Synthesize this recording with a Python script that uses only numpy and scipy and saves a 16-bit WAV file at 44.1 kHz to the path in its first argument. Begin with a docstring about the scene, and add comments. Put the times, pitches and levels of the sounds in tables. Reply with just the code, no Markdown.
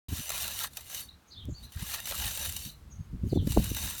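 """Over a soft outdoor hiss, wind bumps the microphone and a rake is dragged twice through a lawn.
Grass and stalks catch on its tines (the teeth) and slip off, which makes them ring; pressed down,
the tines also scrape the soil. From 1 s small birds chirp in the trees, and near 1.6 s a third
stroke begins. The birds return as it fades. The fourth stroke starts near 3.2 s, in the strongest gusts."""
import sys
import numpy as np
from scipy import signal
from scipy.fft import rfft, irfft
from scipy.io import wavfile
from scipy.ndimage import uniform_filter1d

SR = 44100
rng = np.random.default_rng(int(sys.argv[2]) if len(sys.argv) > 2 else 0)


def put_to_file(sound):
    """Save the sound as 16-bit audio at rate SR, in the file named by the first command-line argument."""
    columns = np.atleast_2d(sound).T  # one column per channel
    safe = np.clip(columns, -1, 1)
    whole_steps = np.round(safe * 32767)
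    wavfile.write(sys.argv[1], SR, whole_steps.astype(np.int16))


N = 176400  # 4 seconds

# The tone of tearing grass and stalks: pitch_hz, level_db
GRASS_TONE = [(200, -54), (500, -5), (1200, -8), (2300, -0.5), (3500, -1), (5000, -2), (7000, 1.5),
              (10000, 0), (13000, 3), (17000, -1.5)]


def amp(db):
    """Turn decibels into a number to multiply a sound by."""
    return 10 ** (np.asarray(db) / 20)


def unit(x):
    """Scale a signal to an average strength (rms) of 1."""
    return x / np.sqrt(np.mean(x ** 2))


def noise():
    """White noise: an even hiss."""
    return rng.standard_normal(N)


def wander(per_s):
    """A curve that glides to a new random value per_s times a second; its typical size is 1."""
    hold = max(int(SR / per_s), 2)
    return unit(uniform_filter1d(noise()[np.arange(N) // hold], hold))


def burst(t, start_s, decay_s):
    """A level that jumps up, then dies away."""
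    return (t >= start_s) * np.exp(-np.maximum(t - start_s, 0) / decay_s)


def convolve(x, response):
    """Give a sound the ring or echo of a response, scaled to an energy of 1."""
    return signal.fftconvolve(x, response / np.sqrt(np.sum(np.abs(response) ** 2)))[:N]


def colour(x, points, size=4096):
    """Shape a sound's lows and highs along (pitch_hz, level_db) points."""
    hz, db = np.array(points).T
    grid_hz = np.arange(size // 2 + 1) * SR / size + 1
    gains = amp(np.interp(np.log(grid_hz), np.log(hz), db))
    # Build the filter so that it never sounds before its input does.
    cepstrum = irfft(np.log(gains))
    cepstrum[1:size // 2] *= 2
    cepstrum[size // 2 + 1:] = 0
    return convolve(x, irfft(np.exp(rfft(cepstrum))))


def background():
    """A soft, distant outdoor hiss whose level sways a little."""
    # The tone of the hiss: pitch_hz, level_db
    air_tone = [(25, -9), (100, 9), (250, 7), (550, 1), (1250, 1.5), (2000, -4), (4000, -7.5), (8000, -13),
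                (17000, -15.5)]
    return amp(-63.5 + .5 * wander(per_s=2.52)) * unit(colour(noise(), air_tone))


def birds(t):
    """Short arched and sliding whistles, some warbled and raspy, scattered by the trees."""
    # Chirps: start_s, length_s, first_hz, middle_hz, last_hz, level_db, warble_amount (0 to 1)
    notes = [(1.01, 0.027, 4500, 4540, 4280, -45, 0.12), (1.084, 0.021, 3630, 3980, 4380, -44.5, 0.14),
             (1.268, 0.046, 6630, 6340, 6250, -57.5, 0.7), (1.302, 0.056, 4200, 4220, 3330, -46.5, 1),
             (1.31, 0.031, 4400, 5040, 4570, -52, 0.1), (1.351, 0.052, 3450, 3543, 3760, -43.5, 0.4),
             (1.375, 0.067, 4200, 3500, 2750, -45.5, 1), (1.475, 0.1, 7330, 6800, 6350, -57, 1),
             (1.535, 0.066, 3910, 4600, 4140, -47, 0.26), (1.625, 0.038, 3530, 4010, 4170, -44, 0.1),
             (2.61, 0.055, 4550, 4500, 4140, -46.5, 0.1), (2.69, 0.02, 3760, 4060, 4300, -43, 0.2),
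             (2.9, 0.054, 6850, 6520, 6580, -52, 0.04), (2.917, 0.021, 5540, 6050, 5830, -52, 0.2),
             (2.992, 0.053, 6730, 6500, 6400, -66, .1), (3.26, 0.033, 6450, 6700, 6500, -62, 0.3),
             (3.287, 0.059, 4850, 4360, 3530, -50, 0.9), (3.336, 0.052, 3550, 3540, 3640, -48, 0.26),
             (3.356, 0.067, 4500, 3600, 2870, -46.5, 0.95)]
    warble_hz, warble_depth, rasp_db = 197, 0.073, 2
    warble = np.sin(2 * np.pi * np.cumsum(warble_hz * (1 + 0.38 * wander(per_s=60))) / SR)
    warble += .3 * wander(per_s=500)  # roughens the warble
    song = np.zeros(N)
    for start_s, length_s, first_hz, middle_hz, last_hz, level_db, warble_amount in notes:
        on = (t >= start_s) & (t < start_s + length_s)
        progress = (t[on] - start_s) / length_s
        arch = np.polyfit([0, .5, 1], [first_hz, middle_hz, last_hz], 2)
        hz = np.polyval(arch, progress) * (1 + warble_depth * warble_amount * warble[on])
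        song[on] += amp(level_db) * np.sin(np.pi * progress) * np.sin(2 * np.pi * np.cumsum(hz) / SR)
    song *= amp(rasp_db * wander(per_s=250))
    tree_echo = noise() * burst(t, start_s=0.018, decay_s=0.19 / np.log(1000))  # falls 60 dB in 0.19 s
    return amp(-2.5) * song + amp(-7.5) * convolve(song, tree_echo)


def wind(t):
    """A fluttering rumble, with short thuds where swirls of air hit the microphone."""
    # The rise and fall of the gusts: time_s, level_db
    gusts = [(0.082, -59), (0.088, -35.5), (.2, -53.5), (.25, -60), (.45, -50.5), (.6, -53.5), (.9, -60),
             (1.1, -51.5), (1.25, -70.5), (1.4, -51), (1.5, -37.5), (1.58, -63), (1.65, -45), (1.72, -63),
             (1.78, -45.5), (1.98, -53.5), (2.15, -47), (2.26, -43), (2.37, -51), (2.47, -45), (2.77, -54),
             (3.0, -47.5), (3.082, -50), (3.2, -40), (3.31, -37.5), (3.4, -26), (3.54, -33), (3.62, -28.5),
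             (3.68, -37), (3.85, -38), (4.0, -54.5)]
    # The tone of the rumble: pitch_hz, level_db
    rumble_tone = [(20, -43), (32, -8), (48, -1), (70, 3), (120, -6.5), (200, -12.5), (300, -22.5),
                   (500, -36.5), (1200, -93), (4000, -114)]
    # Swirls of air: centre_s, length_s, level_db, upper_edge_hz
    swirls = [(0.128, 0.012, -28.5, 181), (.2, 0.018, -39, 172), (1.493, 0.013, -33.5, 270),
              (1.524, 0.015, -33, 105), (1.769, 0.012, -31.5, 79.6), (1.831, 0.0093, -31.5, 131),
              (2.259, 0.018, -37.5, 129), (2.671, 0.024, -42, 160), (3.008, 0.022, -34.5, 103),
              (3.144, 0.026, -33.5, 161), (3.243, 0.01, -24.5, 185), (3.266, 0.02, -28.5, 170),
              (3.323, 0.0055, -25.5, 284), (3.331, 0.0054, -19, 324), (3.364, 0.011, -22.5, 286),
              (3.375, 0.0056, -19.5, 337), (3.429, 0.008, -33, 330), (3.476, 0.0068, -21.5, 294),
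              (3.506, 0.016, -26, 130), (3.57, 0.0066, -22.5, 373), (3.574, 0.0028, -11.5, 560),
              (3.582, 0.0052, -21.5, 241), (3.591, 0.0089, -18.5, 120), (3.599, 0.014, -29, 360),
              (3.716, 0.0049, -28.5, 216)]
    low_edge_hz, steepness = 59.4, 1.47
    gust_db = np.interp(t, *np.array(gusts).T)
    out = unit(colour(noise(), rumble_tone)) * amp(gust_db + 2 * wander(per_s=25.14))
    hz = np.arange(N // 2 + 1) * SR / N
    for centre_s, length_s, level_db, upper_edge_hz in swirls:
        band = hz ** 2 / (hz ** 2 + low_edge_hz ** 2) * np.exp(-(hz / upper_edge_hz) ** steepness)
        swell = np.exp(-2 * np.minimum(((t - centre_s) / length_s) ** 2, 20))
        thud = irfft(rfft(noise() * swell) * band, N)
        out += amp(level_db) * thud * np.sqrt(np.sum(swell ** 2) / np.sum(thud ** 2))
    return out


def stalks(t):
    """Dry stalks break, each with one sharp crack."""
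    # Breaking stalks: start_s, level_db
    cracks = [(.3183, -29), (0.5907, -19.5), (0.606, -26), (0.7701, -30), (1.4542, -44.5), (2.0918, -25.5),
              (2.257, -25), (2.5244, -27.5)]
    loudness = sum(amp(level_db) * burst(t, start_s, decay_s=0.00077) for start_s, level_db in cracks)
    return colour(noise() * loudness, GRASS_TONE)


def friction():
    """A fine rustle plus countless tiny catches, a few much stronger than the rest."""
    catches_per_s, spread_db = 1500, 3
    sizes = amp(spread_db * np.minimum(rng.exponential(size=N), 6)) * np.sign(noise())
    catches = sizes * (rng.random(N) < catches_per_s / SR)
    return amp(-5) * unit(catches) + amp(-4.5) * noise()


def slips():
    """Tines slip off tufts at random: each time the drag jumps, then quickly falls back."""
    slips_per_s, decay_s = 130, 0.00076
    kicks = (rng.random(N) < slips_per_s / SR) * rng.uniform(0, 1.32, N)
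    jumps = signal.lfilter([1], [1, -np.exp(-1 / (decay_s * SR))], kicks)
    return unit(1 + amp(-3.5) * jumps)


def rake_forces(t):
    """How hard the rake drags on the grass and presses on the soil as it shakes, slips and snags."""
    # The four pulls of the rake: time_s, level_db, soil_db (added to level_db for the soil)
    stroke_1 = [(.08, -65, 3), (.087, -45.5, -1), (.164, -38, -9), (.282, -41.5, -5.5), (.296, -50, -6),
                (.33, -38.5, 1), (.426, -34, -11), (.458, -39.5, 0.5), (.572, -38, -9), (.596, -36.5, -6.5),
                (.646, -34, -0.5), (.706, -68.5, 3)]
    stroke_2 = [(.706, -61, 3), (.735, -58, -15), (.765, -49.5, -1), (.79, -50, -0.5), (.834, -55.5, -4.5),
                (.938, -39.5, -7.5), (0.996, -37, -13.5), (1.06, -56.5, -11), (1.15, -82, 7)]
    stroke_3 = [(1.56, -71, -3), (1.615, -62, -1), (1.64, -52.5, -11), (1.685, -68.5, 5), (1.716, -62, -5),
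                (1.726, -50.5, 1), (1.755, -56, 2), (1.80, -44.5, -1.5), (1.85, -42.5, -4.5),
                (1.942, -35, -7), (1.985, -44.5, 2.5), (2.04, -47, -6), (2.096, -33, -9), (2.128, -43.5, 0),
                (2.15, -36, -6), (2.265, -35, -2.5), (2.34, -38.5, -8.5), (2.454, -35.5, -3.5),
                (2.51, -41.5, -10.5), (2.676, -43.5, -33), (2.748, -64.5, -20), (2.85, -77, -13)]
    stroke_4 = [(3.22, -75, -18), (3.29, -57, -29), (3.36, -55.5, -23), (3.385, -71, -18),
                (3.441, -57, -11), (3.51, -38, -10.5), (3.556, -42.5, -6), (3.64, -40, -5),
                (3.73, -43.5, -9.5), (3.765, -38.5, -5.5), (3.89, -36, -6.5), (3.96, -42.5, -4.5),
                (4.0, -38.5, -25)]
    # A tine snags and springs free: start_s, level_db, soil_db (added likewise)
    snaps = [(.1642, -38, -5), (0.292, -27.5, -9), (0.3021, -25, 0), (0.317, -31.5, 2.5), (.3473, -37, -10),
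             (0.4533, -33, -12), (0.478, -31.5, 0), (0.6074, -36, -1), (0.636, -29, -5), (0.64, -33, 5.5),
             (0.67, -38, -14), (0.7335, -44.5, -8), (0.7706, -29.5, -2.5), (0.8084, -40.5, -21),
             (0.898, -35, -3.5), (0.9462, -27.5, -20), (1.72, -47, -5), (1.7935, -41, -8),
             (1.8236, -36, -2), (1.897, -33, -16), (1.9385, -28.5, -1), (1.9448, -25.5, -5.5),
             (2.001, -33, -15), (2.0557, -33.5, -3), (2.0717, -27, -1), (2.098, -31, -13), (2.111, -34, 5),
             (2.1207, -35.5, 11.5), (2.1443, -37, 4.5), (2.2656, -31.5, 0), (2.276, -32.5, 2),
             (2.3736, -27.5, -9), (2.493, -28.5, -14), (2.5215, -42, -21), (2.5648, -26.5, -15),
             (2.65, -34, -25), (3.4706, -35.5, -2), (3.5203, -31, -1.5), (3.6418, -26, -26),
             (3.7005, -32, -23), (3.747, -30, -8), (3.766, -30.5, -1), (3.8692, -35.5, 3),
             (3.9816, -34, -20)]
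    drag, press = np.zeros(N), np.zeros(N)
    for stroke in (stroke_1, stroke_2, stroke_3, stroke_4):
        time_s, level_db, soil_db = np.array(stroke).T
        pull = amp(np.interp(t, time_s, level_db)) * (t >= time_s[0]) * (t < time_s[-1])
        drag += pull
        press += pull * amp(np.interp(t, time_s, soil_db))
    shake, slip = wander(per_s=110), slips()
    drag *= slip * amp(0.64 * shake)
    press *= slip * amp(1.5 * shake)
    for start_s, level_db, soil_db in snaps:
        snap = amp(level_db) * burst(t, start_s, decay_s=0.0036)
        drag = np.hypot(drag, snap)  # adds their energies
        press = np.hypot(press, snap * amp(soil_db))
    return drag, press


def ring(force, tones, t, size=2048):
    """Ringing tones that swell, fade and shift in pitch as different tines catch and bend."""
    swell_db, drift_hz = 3, 28
    age, out, energy = t[:size], 0, 0
    for k, (pitch_hz, width_hz, level_db) in enumerate(tones):
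        fall = np.pi * width_hz * age / np.sqrt(np.sqrt(2) - 1)  # a wider tone dies sooner
        weight = (-1) ** k * amp(level_db) * np.sqrt(width_hz)
        push = force * amp(swell_db * wander(per_s=35))
        tone = convolve(push, fall * np.exp(-fall + 2j * np.pi * pitch_hz * age))
        bend = np.exp(2j * np.pi * np.cumsum(drift_hz * wander(per_s=22)) / SR)
        out += weight * np.real(tone * bend)
        energy += weight ** 2 / 2
    return out / np.sqrt(energy)


def rake(t):
    """Dragging rings the tines and tears the grass; pressing scrapes the soil and rings the rake's head."""
    # The ringing of the tines: pitch_hz, width_hz, level_db
    tine_tones = [(2780, 170, -1), (2960, 170, 0), (3700, 130, -1), (3880, 160, 0), (4150, 200, -3),
                  (4400, 140, -5), (4750, 250, -9), (5620, 150, -3), (6040, 130, 2), (6340, 150, -4),
                  (6950, 250, -7), (7510, 170, 0), (8550, 280, -6), (8880, 220, -3), (9490, 210, 0),
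                  (10620, 160, -3), (11300, 190, 0), (11830, 150, -2), (12520, 190, 0), (14130, 180, -3),
                  (14900, 220, -4), (16850, 220, -3)]
    # The lower ringing of the rake's head: pitch_hz, width_hz, level_db
    head_tones = [(633, 142, -2.5), (860, 213, -2), (1122, 177, -3.5), (1377, 140, 0), (1649, 88, 4),
                  (1830, 110, 1.5), (2023, 85, 0.5), (2480, 130, -0.5)]
    # Tines that spring free ring a little longer: pitch_hz, width_hz, level_db
    free_tones = [(3716, 35, 0), (6065, 35, 0), (9490, 40, -3)]
    # The tone of scraped soil: pitch_hz, level_db
    soil_tone = [(150, -49), (400, 3.5), (650, -13), (1000, 11), (1500, -7), (2200, 1.5), (4000, 17),
                 (8000, -6), (17000, -5.5)]
    drag, press = rake_forces(t)
    tines = amp(-3) * ring(drag * friction(), tine_tones, t)
    grass = amp(-2) * colour(drag * friction(), GRASS_TONE)
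    head = amp(-7) * ring(press * friction(), head_tones, t)
    soil = amp(-5.5) * colour(press * friction(), soil_tone)
    lingering = amp(-13.5) * ring(drag * friction(), free_tones, t, size=4096)
    return tines + grass + head + soil + lingering


def scene():
    """Rake, stalks, wind, birds and outdoor hiss at one microphone."""
    t = np.arange(N) / SR
    return (rake(t) + stalks(t) + wind(t) + birds(t) + background())[None]


def record(dry):
    """The sound opens after a moment of near silence; the very highest treble is cut away."""
    start_s, top_hz = 0.0844, 17150
    opening = np.where(np.arange(N) / SR < start_s, amp(-47), 1)
    treble_cut = signal.ellip(10, .2, 80, top_hz, fs=SR, output="sos")
    return signal.sosfilt(treble_cut, dry * opening)


dry = scene()
out = record(dry)
put_to_file(out)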